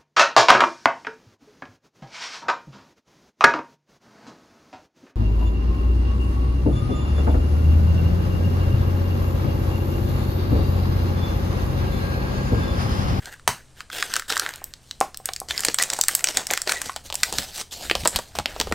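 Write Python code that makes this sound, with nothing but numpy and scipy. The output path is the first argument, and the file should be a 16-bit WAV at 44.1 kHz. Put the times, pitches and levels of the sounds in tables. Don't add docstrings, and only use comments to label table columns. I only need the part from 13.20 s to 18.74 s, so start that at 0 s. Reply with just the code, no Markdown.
import sys
import numpy as np
from scipy import signal
from scipy.fft import rfft, irfft, next_fast_len
from scipy.io import wavfile
from scipy.ndimage import map_coordinates

SR = 44100
rng = np.random.default_rng(int(sys.argv[2]) if len(sys.argv) > 2 else 0)


def to_wav(sig):
    pcm = np.clip(np.atleast_2d(sig), -1, 1) * 32767
    pcm = np.round(pcm).astype(np.int16)
    wavfile.write(sys.argv[1], SR, pcm.T)


N = 244314
WRAP_START_S, PAPER_START_S, END_S = 2.26, 3.81, 5.6


def amp(db):
    return 10 ** (np.asarray(db) / 20)


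def unit(x):
    return x / np.sqrt(np.mean(x ** 2) + 1e-20)


def burst(x):
    return x * np.sqrt(SR / 1000 / (np.sum(x ** 2, axis=-1, keepdims=True) + 1e-20))


def along(points, hz):
    point_hz, values = np.transpose(points)
    return np.interp(np.log(hz + 1), np.log(point_hz + 1), values)


def envelope(times, values):
    return np.interp(np.arange(N) / SR, times, values)


def wobble(rate, n):
    knots = rng.standard_normal(int(n * rate / SR) + 4)
    return map_coordinates(knots, [np.arange(n) * rate / SR])


def filtered(x, response):
    n = x.shape[-1]
    size = next_fast_len(n + min(n, SR // 4), True)
    return irfft(rfft(x, size) * response(np.fft.rfftfreq(size, 1 / SR)), size)[..., :n]


def coloured(x, colour, size=1024):
    cepstrum = irfft(np.log(amp(along(colour, np.fft.rfftfreq(size, 1 / SR)))))
    cepstrum[1:size // 2] *= 2
    cepstrum[size // 2 + 1:] = 0
    kernel = irfft(np.exp(rfft(cepstrum))).reshape((1,) * (x.ndim - 1) + (-1,))
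    return signal.fftconvolve(x, kernel, axes=-1)[..., :x.shape[-1]]


def noise(colour):
    return unit(filtered(rng.standard_normal(N), lambda f: amp(along(colour, f))))


def resonance(f, hz, width_hz):
    return 1j * f * width_hz / (hz * hz - f * f + 1j * f * width_hz)


def ring(rows, hz, width, order=1):
    return filtered(rows, lambda f: resonance(f, hz[:, None], width * hz[:, None]) ** order)


def jolts(t60, chatter, size=4096):
    t = np.arange(size) / SR
    tail = rng.standard_normal((len(t60), size)) * amp(-60 * t / np.maximum(t60, 1e-3)[:, None])
    return burst(1. * (t == 0)) + chatter * burst(tail)


def placed(times, sounds):
    index = np.round(np.asarray(times) * SR).astype(int)[:, None] + np.arange(sounds.shape[1])
    return np.bincount(np.maximum(index, 0).ravel(), sounds.ravel(), N)[:N]


def room_tone():
    # freq_hz, level_db
    colour = [(20, 10), (60, -15), (84, -2), (105, -38), (130, 1), (200, -9.5), (500, -11.5), (1500, -19.5),
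              (4000, -22), (9000, -20), (16000, -55)]
    return noise(colour)


def ventilation():
    # pitch_hz, level_db
    tones = [(82, -62.5), (126, -61.5)]
    t = np.arange(N) / SR
    hum = np.zeros(N)
    for hz, db in tones:
        peak = np.sqrt(2) * amp(db + 1.4 * wobble(5.78, N))
        hum += peak * np.sin(2 * np.pi * hz * t + wobble(3.8, N))
    return hum


def room_reverb(x, size=8192):
    # freq_hz, t60_s
    decay = [(150, 0.37), (500, 0.17), (1200, 0.21), (3000, 0.24), (8000, 0.23), (15000, 0.24)]
    blocks = np.pad(x, (0, -N % size)).reshape(-1, 1, size)
    hz, t, spectra = signal.stft(rng.standard_normal((len(blocks), 2, size)), SR, nperseg=256)
    spectra *= amp(-60 * t / along(decay, hz)[:, None])
    tail = signal.istft(spectra, SR, nperseg=256)[1][..., :size]
    tail *= np.clip(np.arange(size) / SR / .002 - 1, 0, 1)
    tail /= np.linalg.norm(tail, axis=-1, keepdims=True)
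    wet = signal.fftconvolve(blocks, tail, axes=-1)
    starts = np.arange(len(blocks)) * size / SR
    return np.array([placed(starts, channel) for channel in wet.transpose(1, 0, 2)])


def stirred_air():
    # time_s, level_db
    gusts = [(0.0, -52.5), (0.21, -62), (0.29, -44), (0.34, -58.5), (2.28, -54), (2.31, -51), (2.36, -51),
             (2.96, -61.5), (4.15, -46), (4.18, -49), (4.43, -60), (4.84, -34.5), (4.92, -48),
             (4.98, -29.5), (5.06, -60), (5.2, -35), (5.25, -49), (5.54, -33)]
    # freq_hz, level_db
    colour = [(10, -13), (35, -2), (70, 2.5), (130, -18), (250, -12.5), (600, -72)]
    times, db = np.transpose(gusts)
    return amp(envelope(times, db) - 1) * noise(colour)


def pushes(rows, width):
    starts, db, hz, t60 = np.transpose(rows)
    push = ring(jolts(t60, chatter=0.9), hz, width, order=2)
    return placed(starts, amp(db)[:, None] * burst(push))


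def bumps():
    # start_s, level_db, pitch_hz, t60_s
    thuds = [(.288, -21, 128, 0.19), (1.12, -25, 465, 0.034), (2.3, -27.5, 58, 0.089)]
    return pushes(thuds, width=0.76)


def finger_strokes(release_db=26):
    # start_s, rise_s, fall_s, body_db, hiss_db
    strokes = [(-0.03, 0.11, 0.099, -40, -46), (0.11, .03, 0.035, -39, -43.5),
               (0.34, 0.059, 0.06, -49, -62), (0.55, 0.068, 0.021, -45.5, -47),
               (0.708, 0.063, 0.27, -29.5, -30.5), (0.88, 0.085, 0.06, -28, -31),
               (1.078, 0.028, 0.096, -22, -24), (1.141, 0.097, 0.24, -30, -37.5), (1.6, 0.1, .15, -74, -55),
               (2.04, 0.038, 0.17, -45, -46.5), (2.282, 0.013, 0.11, -38, -32),
               (2.335, 0.069, 0.16, -38, -32), (2.41, 0.077, 0.1, -38.5, -31),
               (2.583, 0.012, 0.12, -29, -25.5), (2.69, 0.048, 0.22, -37.5, -33.5),
               (2.86, 0.035, 0.39, -40, -37.5), (3.035, 0.05, 0.088, -35.5, -29),
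               (3.13, 0.041, 0.13, -31.5, -30), (3.281, 0.05, 0.15, -36, -33),
               (3.455, 0.049, 0.12, -30.5, -27.5), (3.53, 0.034, 0.16, -37, -35),
               (3.6, 0.068, 0.18, -41.5, -34.5), (3.835, 0.023, 0.056, -43, -35.5),
               (3.93, 0.17, 0.22, -41.5, -36), (4.11, 0.075, 0.23, -33.5, -27.5),
               (4.33, 0.084, 0.02, -35.5, -26.5), (4.508, 0.026, 0.088, -43, -31),
               (4.56, 0.1, 0.18, -36, -31.5), (4.75, 0.027, 0.6, -42, -38),
               (4.92, 0.047, 0.059, -30.5, -33), (5.148, 0.01, 0.075, -35.5, -34),
               (5.255, 0.069, 0.6, -40, -42), (5.39, 0.14, 0.55, -51, -42)]
    t = np.arange(0, END_S, .001)
    body, hiss = amp(-69.5) ** 2, amp(-69) ** 2
    for start, rise, fall, body_db, hiss_db in strokes:
        press = np.clip((t - start) / rise, 0, 1) ** 0.67
        lift = np.clip((t - start - rise) / fall, 0, 10) ** 1.05
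        power = (press * amp(-release_db * lift)) ** 2
        body += power * amp(body_db) ** 2
        hiss += power * amp(hiss_db) ** 2
    return np.array([envelope(t, 10 * np.log10(band)) for band in (body, hiss)])


def bending(x, depth_db):
    spectra = signal.stft(x, nperseg=512)[2]
    patch = np.outer(np.hanning(13), np.hanning(15))
    drift = signal.fftconvolve(rng.standard_normal(spectra.shape), patch, "same")
    return signal.istft(spectra * amp(depth_db * unit(drift)), nperseg=512)[1][:len(x)]


def friction(slide_db, start_s, end_s, colours, slips_per_s, spread_db, trims_db):
    first, last = round(start_s * SR), min(round(end_s * SR), N)
    n = last - first
    slipping = rng.random(n) < slips_per_s / SR
    slips = slipping * amp(spread_db * np.minimum(rng.standard_normal(n), 2))
    fade = amp(-60 / SR / .004)
    chatter = unit(np.sqrt(signal.lfilter([1], [1, -fade ** 2], slips ** 2)))
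    grip = (chatter + .4) * amp(1.8 * wobble(55, n))
    sound = np.zeros(n)
    for level_db, colour, trim_db in zip(slide_db[:, first:last], colours, trims_db):
        drive = bending(grip * rng.standard_normal(n), depth_db=2.7)
        sound += amp(level_db + trim_db) * unit(coloured(drive, colour))
    return np.pad(sound, (first, N - last))


def cup_scrape(slide_db):
    # freq_hz, level_db
    body = [(150, -19), (400, -7), (800, -7.5), (1150, -13), (1550, 1.5), (1800, -0.5), (2200, -8.5),
            (3000, -12), (5000, -31)]
    # freq_hz, level_db
    hiss = [(1500, -30), (2900, 0), (4300, -1), (6900, -6), (8400, -4), (10600, -13), (13600, -9),
            (16000, -19)]
    return friction(slide_db, 0, WRAP_START_S, (body, hiss),
                    slips_per_s=1100, spread_db=4, trims_db=(-4.5, -2))


def wrap_rustle(slide_db):
    # freq_hz, level_db
    body = [(120, -4), (350, 0.5), (700, 7), (1200, 0.5), (1950, 5.5), (2800, -7), (5000, -17)]
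    # freq_hz, level_db
    hiss = [(1500, -25), (3000, -2), (4500, 0), (6500, -1), (8000, 0), (10500, -12), (13200, -12),
            (16000, -22)]
    return friction(slide_db, WRAP_START_S, PAPER_START_S, (body, hiss),
                    slips_per_s=1000, spread_db=5.5, trims_db=(1, -1))


def paper_swish(slide_db):
    # freq_hz, level_db
    body = [(100, -5), (280, -6.5), (500, -3.5), (720, -0.5), (1100, -13), (1600, -8), (2800, -11.5),
            (5000, -31)]
    # freq_hz, level_db
    hiss = [(1500, -28), (3000, -2), (4300, 0), (5800, -4), (8400, -4), (10800, -12), (13700, -9),
            (16000, -18)]
    return friction(slide_db, PAPER_START_S, END_S, (body, hiss),
                    slips_per_s=1400, spread_db=1.5, trims_db=(-2, -3.5))


def finger_squeaks(size=4096):
    # start_s, length_s, pitch_hz, level_db
    squeaks = [(2.295, .03, 3550, -32), (2.33, .04, 2080, -39), (2.59, .035, 1950, -26),
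               (3.54, .07, 1960, -35)]
    starts, length, hz, db = np.transpose(squeaks)
    tone = ring(rng.standard_normal((len(starts), size)), hz, width=0.07, order=2)
    tone /= tone.std(axis=1, keepdims=True)
    swell = np.sin(np.pi * np.clip(np.arange(size) / SR / length[:, None], 0, 1))
    return placed(starts, amp(db)[:, None] * swell * tone)


def snaps(starts, tick_db, tick_hz, panel_db, panel_hz, t60, tick_width, flip_t60, panel_width=1.0):
    # freq_hz, gain_db
    radiation = [(200, -24), (1500, -5), (3000, 4.5), (5000, 4), (6500, 0.5), (7900, 5), (10500, -5.5),
                 (13200, -2), (16000, -4.5)]
    flip = burst(jolts(np.full(len(starts), flip_t60), chatter=5.2))
    rattle = 0.52 * burst(jolts(t60, chatter=14))
    tick = burst(coloured(ring(flip + rattle, tick_hz, tick_width), radiation))
    panel = burst(ring(jolts(0.91 * t60, chatter=1.0), panel_hz, panel_width, order=2))
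    return placed(starts, amp(tick_db)[:, None] * tick + amp(panel_db)[:, None] * panel)


def crackles(slide_db, count=220, spread_db=4.5, scatter_oct=0.4):
    at = rng.integers(N, size=count)
    strength, tick_detune, panel_detune = rng.standard_normal((count, 3)).T
    panel_db, tick_db = slide_db[:, at] + 1 + spread_db * np.minimum(strength, 1)
    tick_hz = 5800 * 2 ** (scatter_oct * np.clip(tick_detune, -2, 2))
    panel_hz = 1450 * 2 ** (scatter_oct * panel_detune)
    return snaps(at / SR, tick_db, tick_hz, panel_db, panel_hz, np.full(count, 0.036),
                 tick_width=0.5, flip_t60=0.0036)


def shell(hits, modes, t60, chatter):
    starts, db, hardness_hz = np.transpose(hits)

    def response(f):
        body = sum(amp(level) * resonance(f, hz, width) for hz, width, level in modes)
        return body / (1 + 1j * f / hardness_hz[:, None]) ** 2

    blows = jolts(np.full(len(starts), t60), chatter)
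    return placed(starts, amp(db)[:, None] * burst(filtered(blows, response)))


def lid_clack():
    # start_s, level_db, hardness_hz
    hits = [(.2772, -2.5, 14000), (.2812, -17, 12000), (.2906, -20, 6000), (.2955, -36, 12000)]
    # pitch_hz, width_hz, level_db
    modes = [(444, 98, 1), (840, 560, 6), (1310, 560, 4.5), (3000, 2100, -4.5), (3920, 1700, 3.5),
             (6000, 250, 4.5), (8300, 730, 5), (9600, 450, -4), (13300, 2500, -28)]
    return shell(hits, modes, t60=0.0068, chatter=0.77)


def cup_knocks():
    # start_s, level_db, hardness_hz
    hits = [(1.418, -29.5, 1200), (1.812, -1.5, 6400), (2.001, -32, 1080), (2.09, -19.5, 1800),
            (2.217, -21, 1110)]
    # pitch_hz, width_hz, level_db
    modes = [(80, 32, -23), (520, 150, 12.5), (690, 140, 10), (768, 99, 27.5), (1045, 85, 22.5),
             (1440, 170, -36), (2000, 300, -34), (7500, 10400, 5)]
    return shell(hits, modes, t60=0.0077, chatter=0.27)


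def toy_in_cup(wall_hz=1490, t60_s=0.018):
    # start_s, tick_db, tick_hz, wall_db
    knocks = [(0.057, -31, 6070, -36), (0.1964, -47, 3400, -40.5), (0.6059, -29.5, 3380, -25.5),
              (0.701, -36, 4200, -26.5), (0.729, -30, 3380, -30), (0.8256, -16, 3700, -11),
              (0.9386, -14, 5500, -19), (0.9563, -20.5, 4170, -26), (0.9648, -14.5, 7500, -13),
              (0.9963, -22, 6070, -21), (1.022, -36, 5240, -27), (1.1017, -20, 5130, -15),
              (1.124, -20.5, 4370, -21), (1.158, -23.5, 6000, -33), (1.168, -20.5, 5240, -11.5),
              (1.1965, -11.5, 6900, -15.5), (1.2631, -23.5, 3650, -15.5), (1.291, -27, 8500, -23)]
    starts, tick_db, tick_hz, wall_db = np.transpose(knocks)
    each = np.ones(len(starts))
    return snaps(starts, tick_db + 2, tick_hz, wall_db, wall_hz * each, t60_s * each,
                 tick_width=0.82, flip_t60=0.006, panel_width=0.42)


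def wrap_crinkle(facet_hz=1806, scatter_oct=0.091, medium_shake_db=-21.5):
    # start_s, tick_db, tick_hz, panel_db
    creases = [(1.1768, -18, 8600, -27), (1.3377, -30.5, 4460, -35), (1.359, -31, 9100, -42),
               (1.4417, -22, 9650, -62), (1.538, -29, 4600, -38), (1.7112, -22, 4180, -32.5),
               (1.8043, -18, 9000, -54), (1.945, -29.5, 5160, -34), (1.973, -25, 10300, -50),
               (2.0572, -14.5, 8800, -31), (2.0889, -34, 4430, -19.5), (2.1354, -21, 5900, -46),
               (2.1629, -22.5, 5800, -29), (2.2016, -22.5, 9700, -48), (2.3086, -17, 3270, -16.5),
               (2.378, -14.5, 4860, -26), (2.406, -18, 8300, -32), (2.4354, -24, 5800, -20),
               (2.4495, -9, 7300, -13), (2.4847, -12.5, 4960, -15), (2.5443, -11, 8740, -21.5),
               (2.5866, -10.5, 6000, -14), (2.5988, -36, 4640, -18), (2.6217, -19, 5500, -36),
               (2.625, -9.5, 8400, -15.5), (2.6363, -14.5, 7200, -21.5), (2.7015, -14, 5800, -21.5),
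               (2.7347, -14.5, 7600, -30), (2.8122, -5.5, 6500, -34), (2.8376, -15, 6960, -25),
               (2.8834, -6, 8300, -16.5), (2.8901, -29, 8000, -15), (2.951, -5.5, 9600, -20.5),
               (2.993, -25.5, 6500, -30), (3.0074, -28.5, 7900, -27.5), (3.0422, -6.5, 7600, -11),
               (3.072, -16.5, 5470, -22), (3.087, -16, 6000, -19), (3.1715, -7.5, 6050, -15.5),
               (3.2691, -18.5, 6940, -30.5), (3.3046, -25, 3070, -14.5), (3.336, -13.5, 7800, -12.5),
               (3.3752, -17, 6700, -15.5), (3.418, -16, 7500, -26.5), (3.4754, -19, 4800, -18.5),
               (3.4942, -16, 4800, -13), (3.5209, -14, 7500, -12.5), (3.6169, -18, 7800, -22)]
    starts, tick_db, tick_hz, panel_db = np.transpose(creases)
    panel_hz = facet_hz * 2 ** (scatter_oct * rng.standard_normal(len(starts)))
    shake_db = panel_db - medium_shake_db
    t60 = 0.018 * amp(0.13 * shake_db)
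    flip_t60 = 0.0035 * amp(0.23 * shake_db)
    return snaps(starts, tick_db + 2, tick_hz, panel_db, panel_hz, t60,
                 tick_width=0.42, flip_t60=flip_t60)


def leaflet(flop_t60_s=0.051):
    # start_s, tick_db, tick_hz, panel_db, panel_hz
    folds = [(2.7892, -20.5, 8160, -16, 710), (3.31, -15, 8650, -15.5, 690),
             (3.6955, -42, 3500, -16.5, 1120), (3.7624, -21.5, 3000, -22.5, 756),
             (3.9015, -25.5, 5140, -25.5, 770), (3.9256, -20.5, 3900, -26.5, 686),
             (3.943, -22, 8300, -25, 795), (3.9544, -15.5, 7500, -28, 2840),
             (4.0331, -5.5, 5830, -6.5, 1810), (4.126, -19, 4400, -22, 640),
             (4.185, -11.5, 3800, -18, 1490), (4.6984, -42, 3480, -11.5, 2220),
             (4.7123, -45, 3300, -6.5, 2600), (4.753, -14, 3520, -13, 734), (4.8361, -39, 3700, -29, 2630),
             (4.8517, -19.5, 5000, -24, 724), (4.8564, -16, 3300, -7, 720), (4.8746, -3, 7040, -18, 1440),
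             (4.9604, -10, 4500, -19.5, 790), (4.9888, -22, 5200, -16.5, 790),
             (5.1532, -30, 5200, -23, 690), (5.1877, -16.5, 3380, -13.5, 700),
             (5.1984, -27, 3430, -19, 835), (5.2583, -23, 3280, -11, 2770), (5.3633, -38, 3200, -22.5, 700),
             (5.4002, -12, 5000, -18, 1770), (5.4125, -13.5, 3840, -17.5, 960),
             (5.4719, -33, 3380, -24, 700), (5.5141, -36, 3000, -17.5, 480),
             (5.524, -22.5, 3000, -12, 1480)]
    # start_s, level_db, pitch_hz
    flops = [(2.485, -16, 317), (3.473, -18, 480), (3.665, -29.5, 152), (4.187, -21.5, 125),
             (4.712, -12, 490), (4.753, -27, 148), (4.836, -21.5, 80), (4.855, -28, 198),
             (4.877, -19.5, 520), (4.956, -22, 91), (5.187, -24, 200), (5.2, -24.5, 103), (5.258, -20, 470),
             (5.403, -17, 420), (5.472, -22, 322), (5.524, -14.5, 245)]
    starts, tick_db, tick_hz, panel_db, panel_hz = np.transpose(folds)
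    t60 = 0.037 * (1000 / panel_hz) ** 0.79
    cracks = snaps(starts, tick_db + 2, tick_hz, panel_db, panel_hz, t60,
                   tick_width=0.84, flip_t60=0.0014)
    return cracks + pushes([(*flop, flop_t60_s) for flop in flops], width=1.54)


def scene():
    # freq_hz, side_to_mid_db
    width = [(300, -32.5), (3000, -38.5), (12000, -23.5)]
    lid = amp(2.5) * lid_clack()
    cup = amp(-2) * cup_knocks()
    slide_db = finger_strokes()
    near = toy_in_cup() + wrap_crinkle() + leaflet() + crackles(slide_db) + finger_squeaks()
    near += cup_scrape(slide_db) + wrap_rustle(slide_db) + paper_swish(slide_db)
    bed = stirred_air() + amp(-54) * room_tone() + ventilation() + bumps()
    wet_mid, wet_side = room_reverb(amp(-13) * near + amp(-9.5) * lid + amp(-8) * cup)
    mid = near + lid + cup + bed + wet_mid
    spread = filtered(near, lambda f: 1j * amp(along(width, f)))
    side = amp(-31) * wet_side + spread + amp(-67.5) * room_tone()
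    return np.array([mid + side, mid - side])


def record(dry):
    ceiling, top_hz = 0.95, 15900
    clipped = dry / (1 + np.abs(dry / ceiling) ** 6) ** (1 / 6)
    return filtered(clipped, lambda f: 1 / np.sqrt(1 + (f / top_hz) ** 160))


dry = scene()
out = record(dry)
to_wav(out)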